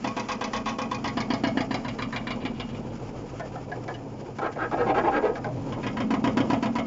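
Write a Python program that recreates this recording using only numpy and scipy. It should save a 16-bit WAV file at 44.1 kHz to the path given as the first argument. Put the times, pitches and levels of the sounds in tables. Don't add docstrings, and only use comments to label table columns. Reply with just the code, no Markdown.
import sys
import numpy as np
from scipy import signal
from scipy.fft import rfft, irfft, next_fast_len
from scipy.io import wavfile
from scipy.ndimage import uniform_filter1d, map_coordinates

SR = 44100
rng = np.random.default_rng(int(sys.argv[2]) if len(sys.argv) > 2 else 0)


def magnitude_from_level(level_db):
    exponent = np.asarray(level_db, float) / 20
    return 10 ** exponent


def wav_out(sig):
    wavfile.write(sys.argv[1], SR, np.round(np.clip(np.atleast_2d(sig).T, -1, 1) * 32767).astype(np.int16))


N = 302526
TIME = np.arange(N) / SR
KNOCK = 8192
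KNOCK_TIME = np.arange(KNOCK) / SR


def unit(x):
    return x / np.sqrt(np.mean(x ** 2) + 1e-20)


def along(points, hz):
    f, v = np.transpose(points)
    return np.interp(np.log(hz + 1), np.log(f + 1), v)


def filtered(x, response):
    m = next_fast_len(len(x) + 8192)
    return irfft(rfft(x, m) * response(np.fft.rfftfreq(m, 1 / SR)), m)[:len(x)]


def body(modes):
    def response(f):
        total = 0
        for k, (centre, width, db) in enumerate(modes):
            damping = 1j * f * width
            total = total + (-1) ** k * magnitude_from_level(db) * damping / (centre ** 2 - f ** 2 + damping)
        return total
    return response


def wobble(rate):
    return map_coordinates(rng.standard_normal(int(N * rate / SR) + 4), [np.arange(N) * rate / SR])


# f/Hz, time to fall 60 dB/s
CABINET = [(300, 0.26), (1000, 0.17), (3000, 0.091), (7000, 0.012)]


def tail():
    hz, t, z = signal.stft(rng.standard_normal(KNOCK), SR, nperseg=256)
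    fading = magnitude_from_level(-60 * t / along(CABINET, hz)[:, None])
    answer = signal.istft(z * fading, SR, nperseg=256)[1][:KNOCK]
    return answer / np.linalg.norm(answer)


# t/s, stand 0-4
PATH = [
    (.9, 0),
    (1.45, 1),
    (2.1, 2),
    (2.5, 3),
    (5.85, 3),
    (6.05, 4),
]


def heard(stands, s):
    stand = np.interp(s, *np.transpose(PATH))
    return [np.interp(stand, np.arange(len(stands)), band) for band in np.transpose(stands)]


# f/Hz, width/Hz, level/dB
PART_EARLY = [(503, 23, -6), (646, 12, -1), (827, 19, -1.5), (957, 8.8, 3.5), (1101, 20.6, 5),
              (1233, 20, -9), (1440, 20, -12.5), (1600, 18, -5.5), (1955, 70, -4), (2520, 75, -6),
              (3013, 28, -2.5), (3140, 240, -12), (3494, 83, -10), (5010, 76, -21), (6000, 71, -17.5)]
PART_MIDDLE = [(672, 77, 0), (964, 36, -3), (1105, 25, -3.5), (1237, 16, -9), (1675, 77, -6), (2150, 40, 1),
               (2220, 70, -0.5), (2980, 200, -2), (3344, 150, -5.5), (3634, 40, -4.5), (4260, 250, -11),
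               (4860, 310, -10.5), (5280, 17, -47), (6800, 110, -23)]
PART_FAR = [(637.6, 3.9, 8), (1109, 81, 0.5), (1487, 110, -8), (1772, 88, -10), (2140, 19, -10.5),
            (2354, 460, -4.5), (2350, 48, 6.5), (2850, 26, 3), (3610, 220, -0.5), (4010, 220, -2),
            (4510, 77, 2.5), (4800, 340, -5.5), (5170, 67, -37.5), (7000, 450, -14)]
PART_LATE = [(512, 120, -4), (665, 60, 0.5), (972, 53, 2), (1118, 43, -2.5), (1270, 117, -9.5),
             (1694, 33, -5.5), (1923, 25, -9.5), (2174, 14, -1.5), (2530, 15, -7.5), (3090, 100, -14),
             (3710, 76, -12), (4380, 90, -12.5), (4900, 350, -16), (6020, 150, -35), (6930, 240, -21)]
PLACES = [.8, 1.45, 2.1, 5.9]


def place(s, hz):
    step = np.interp(s, PLACES, np.arange(4))
    k = min(int(step), 2)
    parts = [PART_EARLY, PART_MIDDLE, PART_FAR, PART_LATE]
    near, then = [np.multiply(part, [1, 1.4, 1]) for part in parts[k:k + 2]]
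    turn = np.pi / 2 * (step - k)
    return np.cos(turn) * body(near)(hz) + np.sin(turn) * body(then)(hz)


def rib(hz, rib_hz, db):
    return 1 + body([(rib_hz, 0.053 * rib_hz, db)])(hz)


def struck(ribs):
    def part(s, hz):
        low_hz, low_db, high_hz, high_db = heard(ribs, s)
        return place(s, hz) * rib(hz, low_hz, low_db) * rib(hz, high_hz, high_db)
    return part


# f/Hz, width/Hz, level/dB
BOOM = [(204.4, 13, -2.5), (234.7, 13, 5.5), (274.7, 11, 0.5), (329, 11, -12)]
# f/Hz, width/Hz, level/dB
THUD = [(266.4, 53, 0.009)]
THUD_RINGS_DB = -15.5
# f/Hz, level/dB
RATTLE = [(250, -18.5), (450, -11), (800, -10.5), (1500, -15.5), (3000, -17), (4000, -24), (5000, -21.5),
          (7500, -31)]


def knocks(rows, part, blow, rise, t60, fresh, fill_db, wet_db, gain_db, high_db, hold):
    out, t = np.zeros(N + KNOCK), KNOCK_TIME
    hz = np.fft.rfftfreq(2 * KNOCK, 1 / SR)
    push = np.exp(-t / 0.0012) * (1 - t / 0.00074)
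    panel = body(THUD)(hz) + magnitude_from_level(THUD_RINGS_DB) * body(BOOM)(hz)
    thud = -irfft(rfft(push, 2 * KNOCK) * panel)[:KNOCK]
    echo = 1 + magnitude_from_level(wet_db) * rfft(tail(), 2 * KNOCK)
    contacts = rng.standard_normal(KNOCK)
    for s, db, mids_db, upper_db, treble_db, thud_db in rows:
        new = rng.standard_normal(KNOCK) * magnitude_from_level(1.5 * rng.standard_normal(KNOCK))
        contacts = np.sqrt(1 - fresh ** 2) * contacts + fresh * unit(new)
        lasts = t60 * magnitude_from_level(1.5 * rng.standard_normal())
        fading = magnitude_from_level(-60 * (t / lasts) ** hold) + magnitude_from_level(-24.5 - 60 * t / 0.36)
        chatter = contacts * (1 - np.exp(-t / rise)) ** .5 * fading
        chatter *= magnitude_from_level(1.6 * np.interp(t, np.arange(64) * .003, rng.standard_normal(64)))
        chatter[0] = blow
        colour = along([(1250, 0.0046), (1600, mids_db + 10 - high_db), (2100, mids_db + 6 + high_db),
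                        (2500, upper_db + 6.5), (3300, upper_db + 6.5), (4000, treble_db + 9)], hz)
        uneven = 1.8 * np.interp(hz, np.linspace(0, 8000, 40), rng.standard_normal(40))
        clear = rfft(chatter, 2 * KNOCK) * part(s, hz)
        scrambled = chatter * rng.choice([-1, 1], KNOCK)
        diffuse = rfft(scrambled, 2 * KNOCK) * magnitude_from_level(along(RATTLE, hz) + fill_db)
        ring = irfft((clear + diffuse) * magnitude_from_level(colour + uneven) * echo)[:KNOCK]
        sound = ring / np.sqrt(np.mean(ring[:1024] ** 2))
        sound += magnitude_from_level(thud_db + 1) * thud / np.sqrt(np.mean(thud[:1024] ** 2))
        out[round(s * SR):][:KNOCK] += magnitude_from_level(db + gain_db) * sound
    return out[:N]


# first knock t/s, its peak level/dB, second knock level/dB, panel thud level/dB against the peak
TURNS = [(0.043, -23.5, -28.5, -5.5), (0.166, -23.5, -29, -4.5), (0.286, -23.5, -28, -14),
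         (0.41, -23, -27, -13), (0.533, -22.5, -30.5, -13), (0.658, -22, -29.5, -11.5),
         (0.785, -23.5, -29, -5.5), (0.913, -22, -30.5, -11), (1.042, -23, -29, -8),
         (1.171, -23, -27.5, -2.5), (1.303, -23, -26, 1.5), (1.437, -21, -27.5, 1), (1.572, -22.5, -26, 2),
         (1.708, -25.5, -25, -2), (1.847, -29, -31, -7.5), (1.987, -28, -27.5, -9),
         (2.126, -28, -26.5, -25), (2.269, -28, -27.5, -10), (2.415, -41.5, -28.5, 0.5),
         (2.562, -47, -30.5, -13), (2.709, -54, -42.5, -15), (5.686, -48, -32.5, -2),
         (5.83, -31, -26.5, -1.5), (5.969, -27, -25, -1.5), (6.105, -24, -24, 1), (6.24, -21, -23.5, 4.5),
         (6.371, -21.5, -24.5, 5), (6.5, -21, -22, 3.5), (6.626, -23, -26.5, 1), (6.754, -23, -25, -2.5)]
# t/s, peak level/dB
GRAZES = [
    (2.403, -45),
    (2.548, -49.5),
    (2.689, -44.5),
    (2.84, -55),
    (2.899, -52.5),
]
# mids level/dB, upper mids level/dB, treble level/dB
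FIRST_HEARD = [(-14, -11.5, -11.5), (-11, -16, -18.5), (-4.5, -20.5, -25), (-6, -2, -16), (-9.5, -8.5, -16)]
# low f/Hz, level/dB, high f/Hz, level/dB
FIRST_RIBS = [(3540, 7.5, 5900, -7), (3190, 4, 4120, 5.5), (3070, 5, 4100, -4), (3220, 7, 2000, -10),
              (3030, 2.5, 6050, 7.5)]


def first_knocks():
    rows = [(s, db, *heard(FIRST_HEARD, s), thud_db) for s, db, _, thud_db in TURNS]
    rows += [(s, db, *heard(FIRST_HEARD, s), -6) for s, db in GRAZES]
    return knocks(rows, struck(FIRST_RIBS), blow=5.5, rise=0.0008, t60=0.099, fresh=0.37, fill_db=1,
                  wet_db=-6, gain_db=-5, high_db=-1.5, hold=1.26)


# mids level/dB, upper mids level/dB, treble level/dB
SECOND_HEARD = [(-11, -7.5, -1.5), (-11, -18, -10.5), (-8.5, -10, -19), (-8.5, -3.5, -15.5),
                (-12.5, -7.5, -16.5)]
# low f/Hz, level/dB, high f/Hz, level/dB
SECOND_RIBS = [(2546, 7, 4700, -4), (1080, 1, 3100, -2.5), (1090, -3, 3300, -3), (1110, -10, 3000, -2),
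               (1065, -5, 7000, -8)]
SECOND_LAG = .243


def second_knocks(speed):
    rows = [(s + SECOND_LAG / speed[round(s * SR)], db, *heard(SECOND_HEARD, s), thud_db)
            for s, _, db, thud_db in TURNS]
    return knocks(rows, struck(SECOND_RIBS), blow=.5, rise=0.0052, t60=0.051, fresh=0.44, fill_db=5,
                  wet_db=-3.5, gain_db=-4, high_db=6, hold=0.91)


THIRD_DB = [-6.5, -24.5, -16, -24, -23]
THIRD_LAG = .55


def third_bounces(speed):
    rows = [(s + THIRD_LAG / speed[round(s * SR)], db + heard(np.c_[THIRD_DB], s)[0],
             *heard(FIRST_HEARD, s), -4) for s, _, db, _ in TURNS[:-1]]
    return knocks(rows, place, blow=1.5, rise=0.0032, t60=0.028, fresh=0.71, fill_db=4.5,
                  wet_db=-0.5, gain_db=-8, high_db=4.5, hold=0.94)


# peak t/s, rise t/s, fall t/s, level/dB, squeak level/dB
RUBS = [
    (4.47, 0.057, 0.024, -23.5, 9),
    (4.641, 0.061, 0.042, -24, 10),
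    (4.745, 0.028, 0.0047, -20, 0),
    (4.814, 0.044, 0.066, -19, 4),
    (4.906, 0.046, 0.029, -17, -3.5),
    (4.991, 0.052, 0.036, -18, 4.5),
    (5.088, .055, 0.016, -16.5, 0),
    (5.175, 0.064, 0.048, -20, 4),
    (5.264, 0.044, 0.095, -18, -2.5),
]
RUB_LEANS = [-0.5, -3, -4.5, 2.5, -3.5, -2.5, -4, 1, 1.5]
# f/Hz, width/Hz, level/dB
HOUSING = [(339, 14, -11), (480, 22, 11.5), (635, 33, 3), (793, 51, 8), (1060, 100, -7), (1266, 54, 0.5),
           (1636, 64, -4), (1840, 80, -6), (2350, 130, -17), (2640, 35, -15), (3280, 60, -18),
           (3460, 80, -18), (4870, 250, -28.5), (7700, 270, -53.5)]
# f/Hz, level/dB
GRIT = [(150, -21), (300, -0.5), (420, 0.5), (600, -8), (1050, -7.5), (1500, -17), (2600, -12.5),
        (3500, -28), (4600, -41), (7500, -58)]
TILT_DB, TILT_PER_SQUEAK = -3.5, 0.19
LOW_RIB_HZ, HIGH_RIB_HZ = 500, 760


def rubbing():
    out, t = np.zeros(N + KNOCK), KNOCK_TIME
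    for (s, rise, fall, db, squeak_db), lean_db in zip(RUBS, RUB_LEANS):
        tilt_db = TILT_DB + TILT_PER_SQUEAK * squeak_db
        knots = [0, 0.059 * rise, rise, rise + 0.71 * fall, rise + fall]
        stroke = magnitude_from_level(np.interp(t, knots, [-22, -6, -1, -16.5, -29.5])) * (t < rise + fall)
        grains = (rng.random(KNOCK) < .15) * rng.standard_normal(KNOCK)
        slips = stroke * grains * magnitude_from_level(2 * rng.standard_normal(KNOCK))

        def plastic(f):
            tilt = tilt_db * np.log2(f / 700 + 1)
            squeak = along([(1050, 0), (1300, squeak_db), (1750, squeak_db), (2100, 0.0082)], f)
            ribs = along([(330, 0), (LOW_RIB_HZ, lean_db), (HIGH_RIB_HZ, -lean_db), (1000, 0)], f)
            return (body(HOUSING)(f) + magnitude_from_level(along(GRIT, f))) * magnitude_from_level(tilt + squeak + ribs)

        def treble(f):
            return f ** 2 / (f ** 2 + 1400 ** 2)

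        ring = filtered(slips, lambda f: plastic(f) * (1 - treble(f)))
        ring = ring + filtered(slips * stroke ** 0.96, lambda f: plastic(f) * treble(f))
        ring = ring + magnitude_from_level(-5.5) * signal.fftconvolve(ring, tail())[:KNOCK]
        level = magnitude_from_level(db) * np.linalg.norm(stroke) / np.linalg.norm(ring)
        out[round((s - rise) * SR):][:KNOCK] += level * ring
    return out[:N]


# t/s, peak level/dB
CATCHES = [(4.399, -20), (4.429, -13.5), (4.574, -18), (4.62, -29), (4.726, -23), (4.807, -20),
           (4.872, -16), (4.885, -22), (4.905, -15), (4.919, -16), (4.954, -20), (5.048, -21), (5.073, -13),
           (5.087, -16.5), (5.132, -18), (5.186, -15), (5.253, -11.5)]


def catches():
    out = np.zeros(N)
    s, db = np.transpose(CATCHES)
    out[np.round(s * SR).astype(int)] = magnitude_from_level(db - 5.5) * rng.choice([-1, 1], len(s))
    damped = np.multiply(HOUSING, [1, 2.5, 1])

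    def plastic(f):
        return body(damped)(f) * magnitude_from_level(-7 * np.log2(f / 700 + 1))

    one_slip = filtered(np.r_[1., np.zeros(KNOCK)], plastic)
    return filtered(out, plastic) / abs(one_slip).max()


# t/s, peak level/dB, sharpness/dB, thud level/dB against the peak, struck rib f/Hz
TAPS = [(3.397, -30, -0.5, -15, 1467), (3.411, -44, -7, -21, 1730), (3.52, -49, 1, -14, 2740),
        (3.556, -32.5, -2, -26, 1280), (3.716, -30, 2, -17, 1654), (3.727, -42.5, 3, -28, 1830),
        (3.88, -30.5, 0, -23, 1720), (3.893, -38, -5, -25, 1060), (3.94, -42.5, 19, -16, 2980),
        (3.947, -43, 11, -12, 1630), (4.386, -28, 0.5, -10, 860), (4.525, -46, 18, 5, 1590),
        (4.559, -31.5, -9, -14, 1840), (4.713, -30.5, 0, -37, 1180), (4.98, -34, 6, -28.5, 2620),
        (5.355, -34, 3.5, -21, 1600), (5.366, -34, -2, -17, 1260), (5.444, -27.5, -0.5, -29, 1520),
        (5.47, -30.5, -14, -11, 620), (5.773, -41, -12, -1, 980)]
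# f/Hz, width/Hz, level/dB
HOUSING_TAP = [(620, 160, 2.5), (770, 61, 11), (1030, 47, -0.5), (1512, 190, -9.5), (1787, 18, -5),
               (2320, 45, -11.5), (2550, 78, -18), (3300, 92, -24), (3480, 110, -33.5), (4600, 120, -25.5),
               (5100, 170, -37.5), (6840, 260, -40)]
# mids, upper mids, treble level/dB; then what each gains per dB of sharpness
TAP_HEARD = (-5, -10, -12)
TAP_SHARPENS = (.5, 1, 1)


def housing(s, hz):
    rib_hz = np.interp(s, np.array(TAPS)[:, 0], np.array(TAPS)[:, 4])
    return body(HOUSING_TAP)(hz) + body([(rib_hz, 92, 1.5)])(hz)


def taps():
    rows = [(s, db, *np.add(TAP_HEARD, np.multiply(TAP_SHARPENS, sharp_db)), thud_db)
            for s, db, sharp_db, thud_db, _ in TAPS]
    return knocks(rows, housing, blow=7, rise=0.0006, t60=0.05, fresh=0.88, fill_db=-3,
                  wet_db=-6, gain_db=-3, high_db=2.5, hold=1.2)


QUIET_TURNS = [3.45, 3.606, 3.766, 3.93, 4.096, 4.264, 4.435, 4.608, 4.765]


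def angle():
    s = np.sort(np.r_[np.array(TURNS)[:, 0], QUIET_TURNS])
    turns = np.cumsum(np.round(np.diff(s, prepend=s[0]) / .146))
    s = np.r_[s[0] - .366, s, s[-1] + .378]
    turns = np.r_[-3, turns, turns[-1] + 3]
    rough = np.interp(np.arange(-SR // 4, N + SR // 4) / SR, s, turns)
    return uniform_filter1d(rough, size=SR // 4)[SR // 4:][:N]


def turning(around, steps, fresh):
    pattern = rng.standard_normal(steps)[(around % 1 * steps).astype(int)]
    ticks = pattern * (np.diff(np.floor(around * steps), prepend=0) != 0)
    return unit(ticks) + fresh * rng.standard_normal(N)


def blows(around, pattern, scatter_db):
    out = np.zeros(N)
    for turn, db in pattern:
        at = np.flatnonzero(np.diff(np.floor(around - turn)) > 0)
        out[at] = magnitude_from_level(db + scatter_db * rng.standard_normal(len(at)))
    return unit(out)


# turn 0-1, level/dB
BUMPS = [(0.126, 0.5), (0.389, 6), (0.603, -1), (0.811, -4)]
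# turn 0-1, level/dB
SLAPS = [(.012, -3), (.15, -4), (.26, -7), (.575, 0), (.82, -7)]
# f/Hz, width/Hz, level/dB
SLAPPED = [(223, 17.5, 0)]
# t/s, level/dB
FACING = [(0, -1.5), (.9, -3.5), (1.8, -2), (2.4, -1.5), (2.9, -2.5), (3.3, -19.5), (4.4, -6), (5.2, -6),
          (5.7, -12.5), (6.101, 0.5), (6.86, -4)]


def panels(around):
    push = 0.33 * blows(around, BUMPS, scatter_db=4.5) + 1.1 * turning(around, steps=300, fresh=0.93)
    slaps = blows(around, SLAPS, scatter_db=2)
    facing = magnitude_from_level(np.interp(TIME, *np.transpose(FACING)))
    big = filtered(push, body(BOOM[1:2]))
    whole = filtered(push, body(BOOM))
    slapped = unit(filtered(-slaps, lambda f: body(SLAPPED)(f) / (1 + 1j * f / 450) ** 3))
    return magnitude_from_level(-2) * (whole + (1 - facing) * big) / np.std(whole) + magnitude_from_level(-1.5) * facing * slapped


# turn 0-1, level/dB
LURCHES = [(0.204, -9.5), (0.718, -8)]
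# f/Hz, width/Hz, level/dB
SWAY = [(95.4, 7, -5), (115.4, 11, 1), (141, 25, -2)]


def swaying(around):
    push = blows(around, LURCHES, scatter_db=1.5) + 1.8 * turning(around, steps=300, fresh=0.23)
    return unit(filtered(push, body(SWAY)))


# f/Hz, width/Hz, level/dB
FEET = [(28, 89, -5.5), (52.7, 13, 5.5), (78, 36, -9.5)]
ROCK_DB, ROCK_HZ, ROCK_WIDTH_HZ = -46, 6.81, 1


def feet(around, speed):
    rocking = magnitude_from_level(ROCK_DB) / np.sqrt(1 + (2 * (speed - ROCK_HZ) / ROCK_WIDTH_HZ) ** 2)
    return rocking * unit(filtered(turning(around, steps=200, fresh=0.28), body(FEET)))


# f/Hz, level/dB
WHIRR = [(180, -18), (300, 3), (359, 2), (420, 1.5), (507, 3), (580, -2.5), (973, -5.5), (1110, -18.5),
         (1800, -46), (2340, -56), (3960, -120)]
WHIRR_DB, WHIRR_PER_SHAKE, WHIRR_PER_LEAN, WHIRR_PER_SPEED = -41, 0.26, 0.48, -1.1
LOAD_DB, LOAD_AT = -1, 0.42


def whirring(around, shake, lean, faster):
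    level_db = WHIRR_DB + WHIRR_PER_SHAKE * shake + WHIRR_PER_LEAN * lean + WHIRR_PER_SPEED * faster
    knocking = np.clip(np.interp(TIME, *np.transpose(TURNS)[:2]) / 20 + 2.2, 0, 1)
    level_db = level_db + LOAD_DB * knocking * np.cos(2 * np.pi * (around - LOAD_AT))
    rough = magnitude_from_level(2.5 * wobble(40)) * turning(around, steps=900, fresh=2.3)
    return magnitude_from_level(level_db) * unit(filtered(rough, lambda hz: magnitude_from_level(along(WHIRR, hz))))


def humming(lean):
    phase = 2 * np.pi * 121.8 * TIME + 0.21 * wobble(3.8)
    return magnitude_from_level(-47.5 + 0.31 * lean + 1.3 * wobble(3.5)) * np.sin(phase)


# f/Hz, level/dB
HISS = [(710, -31), (1200, 0), (1930, -12), (2280, -7), (3120, -11.5), (3740, -22.5), (5110, -13),
        (6170, -18.5), (6830, -15.5), (7330, -13), (7800, -42), (10100, -67.5), (17200, -120)]
HISS_DB, HISS_PER_SPEED, HISS_PER_SHAKE = -52.5, 1.8, -0.067


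def hissing(shake, faster):
    level_db = HISS_DB + HISS_PER_SPEED * faster + HISS_PER_SHAKE * shake
    rough = magnitude_from_level(3.3 * np.tanh(wobble(30)) + 1.5 * wobble(120)) * rng.standard_normal(N)
    return magnitude_from_level(level_db) * unit(filtered(rough, lambda hz: magnitude_from_level(along(HISS, hz))))


# t/s, shake level/dB, lean level/dB
DRUM = [(0.0, -35, -45), (0.4, -37.5, -54.5), (0.86, -33.5, -47.5), (1.139, -34, -42.5), (1.5, -31, -44.5),
        (1.901, -37, -45), (2.391, -35, -46), (2.92, -38.5, -41), (3.199, -37, -44), (3.603, -38.5, -43),
        (4.091, -39.5, -45.5), (4.699, -42, -47.5), (4.85, -36, -38.5), (5.201, -37, -56),
        (5.562, -34, -35.5), (6.06, -29, -46), (6.462, -27.5, -37.5), (6.86, -30.5, -51.5)]


def drum(around, speed):
    s, shake_db, lean_db = np.transpose(DRUM)
    boom_db, sway_db = np.interp(TIME, s, shake_db), np.interp(TIME, s, lean_db)
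    shake, lean, faster = boom_db - boom_db.mean(), sway_db - sway_db.mean(), speed - speed.mean()
    rumble = magnitude_from_level(boom_db + 0.5) * panels(around) + magnitude_from_level(sway_db + 3.5) * swaying(around)
    machine = whirring(around, shake, lean, faster) + humming(lean) + hissing(shake, faster)
    return rumble + feet(around, speed) + machine


def scene():
    around = angle()
    speed = np.gradient(around) * SR
    knocking = first_knocks() + second_knocks(speed) + third_bounces(speed)
    plastic = rubbing() + catches() + taps()
    return (knocking + plastic + drum(around, speed))[None]


def low_pass(x):
    return signal.sosfilt(signal.butter(12, 8200, fs=SR, output="sos"), x)


# f/Hz, level/dB
EDGE = [(7000, -0.5), (7500, -8), (7900, -37.5), (8200, -44)]


def record(dry):
    narrow = filtered(dry[0], lambda hz: magnitude_from_level(along(EDGE, hz)) * (hz < 8250))
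    return low_pass(narrow[None])


dry = scene()
out = record(dry)
wav_out(out)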